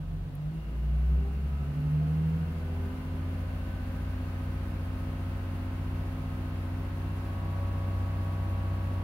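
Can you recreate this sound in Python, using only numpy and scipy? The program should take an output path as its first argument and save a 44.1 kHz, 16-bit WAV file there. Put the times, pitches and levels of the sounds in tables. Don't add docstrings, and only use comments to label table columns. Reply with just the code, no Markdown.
import sys
import numpy as np
from scipy import signal
from scipy.fft import rfft, irfft
from scipy.io import wavfile

SR = 44100
rng = np.random.default_rng(int(sys.argv[2]) if len(sys.argv) > 2 else 0)


def wav_record(signal):
    frames = np.transpose(np.atleast_2d(signal))
    bounded = np.clip(frames, -1, 1)
    quanta = np.round(bounded * 32767).astype(np.int16)
    wavfile.write(sys.argv[1], SR, quanta)


N = 398223
TIME = np.arange(N) / SR
BINS = np.maximum(np.arange(N // 2 + 1) * SR / N, 1)

# (time [s], speed [rpm])
CRANK_SPEED = [(0.0, 900), (0.2, 921), (0.42, 994), (0.68, 1137), (1.15, 1273), (1.4, 1368), (2.52, 1655),
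               (2.95, 1720), (3.8, 1783), (4.4, 1806), (5.3, 1818), (6.1, 1819), (6.5, 1816), (7.55, 1870),
               (8.5, 1868), (9.03, 1866)]
# (time [s], opening [0-1])
THROTTLE_OPENING = [(0, 0), (6.7, 0.07), (7.15, 0.14), (7.4, 0.87), (9.03, 0.77)]
# (time [s], level [dB])
UNEVEN_FIRING = [(0, -4), (1.2, -6), (2.4, 0.5), (3.2, 0), (4, 0), (9.03, 0.5)]
# (order [per cycle], level on light throttle [dB], level on more throttle [dB])
DRONE_ORDERS = [(3, -68.8, -69.7), (4, -72.3, -67.3), (5, -71.3, -67.4), (7, -74.9, -61.9),
                (9, -67.6, -82.5), (10, -73.3, -73), (11, -72.3, -68.9), (13, -68.5, -69.8),
                (14, -66.7, -62.3), (15, -64.8, -71.4), (16, -71.5, -74.0), (17, -67.7, -67.8),
                (19, -74.9, -78.7), (20, -71.3, -81.7), (21, -67.7, -64), (22, -75.5, -69),
                (24, -72.5, -78.3), (27, -80.0, -82.9), (28, -76.8, -82.4), (30, -79.5, -82.2),
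                (33, -79.7, -67.9)]
# (order [per cycle], level on light throttle [dB], level on more throttle [dB])
WHINE_ORDERS = [(38, -73, -65), (39, -68, -76), (42, -69, -60), (44, -76, -60), (45, -67, -66),
                (46, -70, -76), (51, -70, -58.5), (54, -70, -69), (57, -69, -71), (60, -73, -66),
                (61, -76, -69), (63, -75, -59), (68, -74, -73), (69, -74, -73), (70, -75, -71),
                (72, -73, -54.5), (75, -71, -74), (81, -76, -68), (90, -74, -76), (108, -75, -72)]
HUM_OVERTONE_ORDERS = (12, 18, 36)
# (level at the held speed [dB], added an octave slower [dB],
# added by full throttle [dB], waver [dB])
HUM_OVERTONE_LEVELS = [(-54.5, -1, 1, .3), (-65.2, 4.6, -1, .5), (-67, -1, 6.5, 1.2)]
# (centre [Hz], width [Hz], gain [dB])
CABIN_MODES = [(44.7, 11.1, 24.9), (60.1, 6.1, 31.2), (87.5, 21.1, 15), (151.5, 11, 28), (159.5, 8, 27),
               (207.3, 23.7, 15.5), (257.9, 16.1, 21.7), (322, 18, 12.5), (392, 19, 20), (470, 55, 11),
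               (532.9, 100, 8.6), (685.0, 79.5, 10.2)]
# (centre [Hz], width [Hz], gain [dB])
EXHAUST_MODES = [(46, 2.3, 21), (61, 6.5, 30.5), (63.7, 3.2, 33), (69.5, 6.7, 26), (79.3, 15.4, 23),
                 (85.66, 4, 25.5), (91.6, 7.9, 21)]
# (centre [Hz], width [Hz], gain [dB])
BULKHEAD_MODES = [(987, 76, 3), (1270, 36, 4), (1511, 24, 9), (2114, 39, 3.5), (2713, 63, 7),
                  (4140, 230, -7)]
# (centre [Hz], width [Hz], level [dB])
FIRING_DIPS = [(53.3, 1.5, -7), (73.2, 1.2, -6), (86, 0.69, -8.5), (110, 3, -13), (176.1, 8.9, -14)]
# (frequency [Hz], relative density [dB per Hz])
RUMBLE_SPECTRUM = [(15, -17), (30, -19), (60, -4.5), (95, 7), (125, 5), (155, -7), (210, 0.5), (260, -6),
                   (310, -1), (400, -10.5), (600, -5), (1200, -27)]
# (frequency [Hz], relative density [dB per Hz])
WHIRR_SPECTRUM = [(150, -21), (350, 2), (520, -5.5), (750, -3), (900, -7.5), (1150, -3), (1750, -6.5),
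                  (2400, -9.5), (3000, -13), (3500, -18), (4600, -17.5), (6000, -34), (9000, -53)]
# (frequency [Hz], relative density [dB per Hz])
HISS_SPECTRUM = [(2000, -7.5), (6000, -3), (8000, -8), (9500, -3), (11000, 1), (13500, -5), (15500, -0.5)]
# (frequency [Hz], relative density [dB per Hz])
FAN_SPECTRUM = [(200, -14), (450, -18), (720, 1), (1050, -4.5), (1800, -14), (2600, -8.5), (4200, -15),
                (6000, -28), (10000, -46.5)]
# (time [s], centre [Hz], width [Hz], length [s], level [dB])
CABIN_TICKS = [(.354, 11800, 2600, .002, -51), (2.59, 4200, 4000, .03, -69), (4.28, 5000, 5000, .04, -73),
               (7.21, 4200, 4000, .035, -68)]
# (time [s], order [per cycle], length [s], level [dB])
TRIM_FLARES = [(.8, 36, .2, -59), (1.25, 24, .12, -49), (1.26, 72, .05, -58), (1.6, 110, .1, -61),
               (2.04, 54, .06, -54), (2.85, 28, .16, -55), (2.85, 72, .15, -63.5), (3.55, 27, .22, -59),
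               (3.6, 51, .3, -63)]
# (frequency [Hz], correlation [-1 to 1])
MIC_LIKENESS = [(60, 1), (150, .997), (280, 0.96), (500, 0.8), (1000, 0.36), (2000, -0.08), (12000, -0.12)]
# (frequency [Hz], left minus right [dB])
MIC_LEAN = [(60, 1), (250, -1.3), (1000, 0), (2000, -0.5), (4000, 2.5), (8000, 3.5), (12000, -0.3)]

HELD_RPM = 1810
BAY_DB_PER_OCTAVE, HISS_DB_PER_OCTAVE = 10.5, 7.5
HUM_DB, HUM_THROTTLE_DB, HUM_LAG_S = -57, 6.5, 0.2
PEDAL_S, RASP_ATTACK_S, RASP_DECAY_S = .5, 0.059, 2.0
RASP_IDLE_DB, RASP_START_DB, RASP_HELD_DB = -77, -65.5, -74.5
TOP_HZ = 15750
SIDES = np.array([[1], [-1]])


def undb(db):
    return 10 ** (np.asarray(db) / 20)


def curve(table):
    rows = np.array(table)
    return np.interp(TIME, rows[:, 0], rows[:, 1])


def colour(points, hz):
    rows = np.array(points)
    return np.interp(np.log(hz), np.log(rows[:, 0]), rows[:, 1])


def colour_gain(points):
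    return undb(colour(points, BINS))


def resonate(modes, hz):
    power = 1
    for centre, width, db in modes:
        power = power + (undb(db) / (1 + (2 * (hz - centre) / width) ** 2)) ** 2
    return np.sqrt(power)


def firing_dip_db(hz):
    return sum(db * np.exp(-((hz - centre) / width) ** 2) for centre, width, db in FIRING_DIPS)


def unit(x):
    return x / np.sqrt(np.mean(x ** 2))


def walk(rate):
    spectrum = rfft(rng.standard_normal(N))
    return unit(irfft(spectrum / (1 + (BINS / rate) ** 4), N))


def diffuse(gain, hz):
    mid, side = rng.standard_normal((2, len(hz))) + 1j * rng.standard_normal((2, len(hz)))
    alike = np.clip(colour(MIC_LIKENESS, hz), -1, 1)
    pair = mid * np.sqrt(1 + alike) + SIDES * side * np.sqrt(1 - alike)
    return gain * pair * undb(SIDES * colour(MIC_LEAN, hz) / 2)


def noise(gain):
    return unit(irfft(diffuse(gain, BINS), N))


def partial(cycles, cycle_hz, order):
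    hz = order * np.median(cycle_hz)
    apart = np.arccos(np.clip(colour(MIC_LIKENESS, hz), 0, 1)) * rng.choice([-1, 1])
    turn = 2 * np.pi * ((order * cycles + rng.random()) % 1)
    phase = (turn + SIDES * apart / 2).astype(np.float32)
    tone = np.sqrt(2) * np.sin(phase) / np.cos(apart / 2)
    return tone * undb(SIDES * colour(MIC_LEAN, hz) / 2)


def firing_note(cycles, cycle_hz, throttle, octaves):
    firing_hz = 6 * cycle_hz
    load = np.interp(TIME - HUM_LAG_S, TIME, throttle)
    hum_db = HUM_DB + HUM_THROTTLE_DB * load + firing_dip_db(firing_hz)
    hum_gain = undb(hum_db) * resonate(EXHAUST_MODES, firing_hz)
    out = hum_gain * partial(cycles, cycle_hz, order=6)
    chance = walk(rate=6.1)
    for order, levels in zip(HUM_OVERTONE_ORDERS, HUM_OVERTONE_LEVELS):
        held_db, slow_db, throttle_db, waver_db = levels
        hz = order * cycle_hz
        waver = waver_db * np.roll(chance, rng.integers(N))
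        db = held_db - slow_db * octaves + throttle_db * throttle + waver
        gain = undb(db + firing_dip_db(hz)) * resonate(CABIN_MODES, hz)
        out = out + gain * partial(cycles, cycle_hz, order=order)
    return out


def drone(cycles, cycle_hz, throttle):
    out = 0
    uneven_db = curve(UNEVEN_FIRING)
    cabin = resonate(CABIN_MODES, BINS)
    waver_db = .7 * walk(rate=4)
    for order, light_db, open_db in DRONE_ORDERS:
        db = light_db + (open_db - light_db) * throttle + np.roll(waver_db, rng.integers(N))
        db = db + uneven_db * (order % 3 > 0)
        gain = undb(db) * np.interp(order * cycle_hz, BINS, cabin)
        out = out + gain * partial(cycles, cycle_hz, order=order)
    return out


def rumble(bay_db, growth=0.32):
    scatter = noise(colour_gain(RUMBLE_SPECTRUM) * resonate(CABIN_MODES, BINS))
    return scatter * undb(-44.5 + growth * bay_db)


def valve_clatter(cycles, cycle_hz, count=260, size=8192):
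    orders = np.arange(count)
    strength = (orders > 22) * np.where(orders % 3, 1, 1.8)
    lines = diffuse(strength, np.maximum(orders, 1) * np.median(cycle_hz))
    place = cycles % 1 * size
    one_cycle = irfft(lines, size)
    return unit(np.array([np.interp(place, np.arange(size), side, period=size) for side in one_cycle]))


def throb(cycles):
    return unit(sum(np.cos(2 * np.pi * (k * cycles + rng.random())) for k in (3, 6, 9, 15)))


def whirr(cycles, cycle_hz, bay_db, throttle, whirr_db=-50, pulsing=0.064,
          intake_db=-58, intake_hz=900, intake_width_hz=900):
    wall = colour_gain(WHIRR_SPECTRUM) * resonate(BULKHEAD_MODES, BINS)
    clatter = unit(irfft(rfft(valve_clatter(cycles, cycle_hz)) * wall, N))
    swing = 1 + pulsing * throb(cycles)
    machinery = unit(noise(wall) * swing + .9 * clatter)
    intake = noise(1 / (1 + (2 * (BINS - intake_hz) / intake_width_hz) ** 4)) * swing
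    return undb(bay_db + whirr_db) * machinery + undb(intake_db) * throttle * intake


def whine(cycles, cycle_hz, throttle, bay_db, growth=0.99):
    out = 0
    for order, light_db, open_db in WHINE_ORDERS:
        hz = order * cycle_hz
        ripple = 1 + .85 * np.sin(2 * np.pi * (hz - np.median(hz)) / 70) * rng.choice([-1, 1])
        light = undb(light_db + growth * bay_db) * ripple
        gain = light * (1 - throttle) + undb(open_db) * throttle
        out = out + gain * partial(cycles, cycle_hz, order=order)
    return out


def fan(fan_db=-61):
    return noise(colour_gain(FAN_SPECTRUM)) * undb(fan_db)


def hiss(octaves, hiss_db=-62, flicker_db=0.87, whistle_hz=11849, whistle_db=-88):
    level_db = hiss_db + HISS_DB_PER_OCTAVE * octaves + flicker_db * walk(rate=20)
    air = noise(colour_gain(HISS_SPECTRUM)) * undb(level_db)
    return air + undb(whistle_db) * np.sin(2 * np.pi * whistle_hz * TIME)


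def rasp(cycles, ring_hz=2820, width_hz=260, pulsing=0.37):
    ring = noise(1 / (1 + (2 * (BINS - ring_hz) / width_hz) ** 2))
    firings = np.cos(2 * np.pi * 6 * cycles)
    since = np.maximum(TIME - PEDAL_S, 0)
    pressed_db = RASP_HELD_DB + (RASP_START_DB - RASP_HELD_DB) * np.exp(-since / RASP_DECAY_S)
    db = RASP_IDLE_DB + (pressed_db - RASP_IDLE_DB) * np.minimum(since / RASP_ATTACK_S, 1)
    return ring * (1 + pulsing * firings) * undb(db)


def ticks():
    out = 0
    for s, hz, width, length, db in CABIN_TICKS:
        band = noise(1 / (1 + (2 * (BINS - hz) / width) ** 2))
        out = out + band * undb(db) * np.exp(-((TIME - s) / length) ** 2)
    return out


def flares(cycles, cycle_hz):
    out = 0
    for s, order, length, db in TRIM_FLARES:
        swell = undb(db) * np.exp(-((TIME - s) / length) ** 2)
        out = out + swell * partial(cycles, cycle_hz, order=order)
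    return out


def scene():
    rpm = curve(CRANK_SPEED)
    cycle_hz = rpm / 120 * (1 + .0007 * walk(rate=6))
    cycles = np.cumsum(cycle_hz) / SR
    throttle = np.clip(curve(THROTTLE_OPENING), 0, 1)
    octaves = np.log2(rpm / HELD_RPM)
    bay_db = BAY_DB_PER_OCTAVE * octaves
    low_tones = firing_note(cycles, cycle_hz, throttle, octaves) + drone(cycles, cycle_hz, throttle)
    high_tones = whine(cycles, cycle_hz, throttle, bay_db) + flares(cycles, cycle_hz)
    machinery = rumble(bay_db) + whirr(cycles, cycle_hz, bay_db, throttle) + rasp(cycles) + fan()
    return low_tones + high_tones + machinery + hiss(octaves) + ticks()


def record(dry):
    fade = np.minimum(TIME / .003, 1)
    low_pass = signal.ellip(12, .1, 80, TOP_HZ, fs=SR, output="sos")
    return signal.sosfilt(low_pass, dry * fade)


dry = scene()
out = record(dry)
wav_record(out)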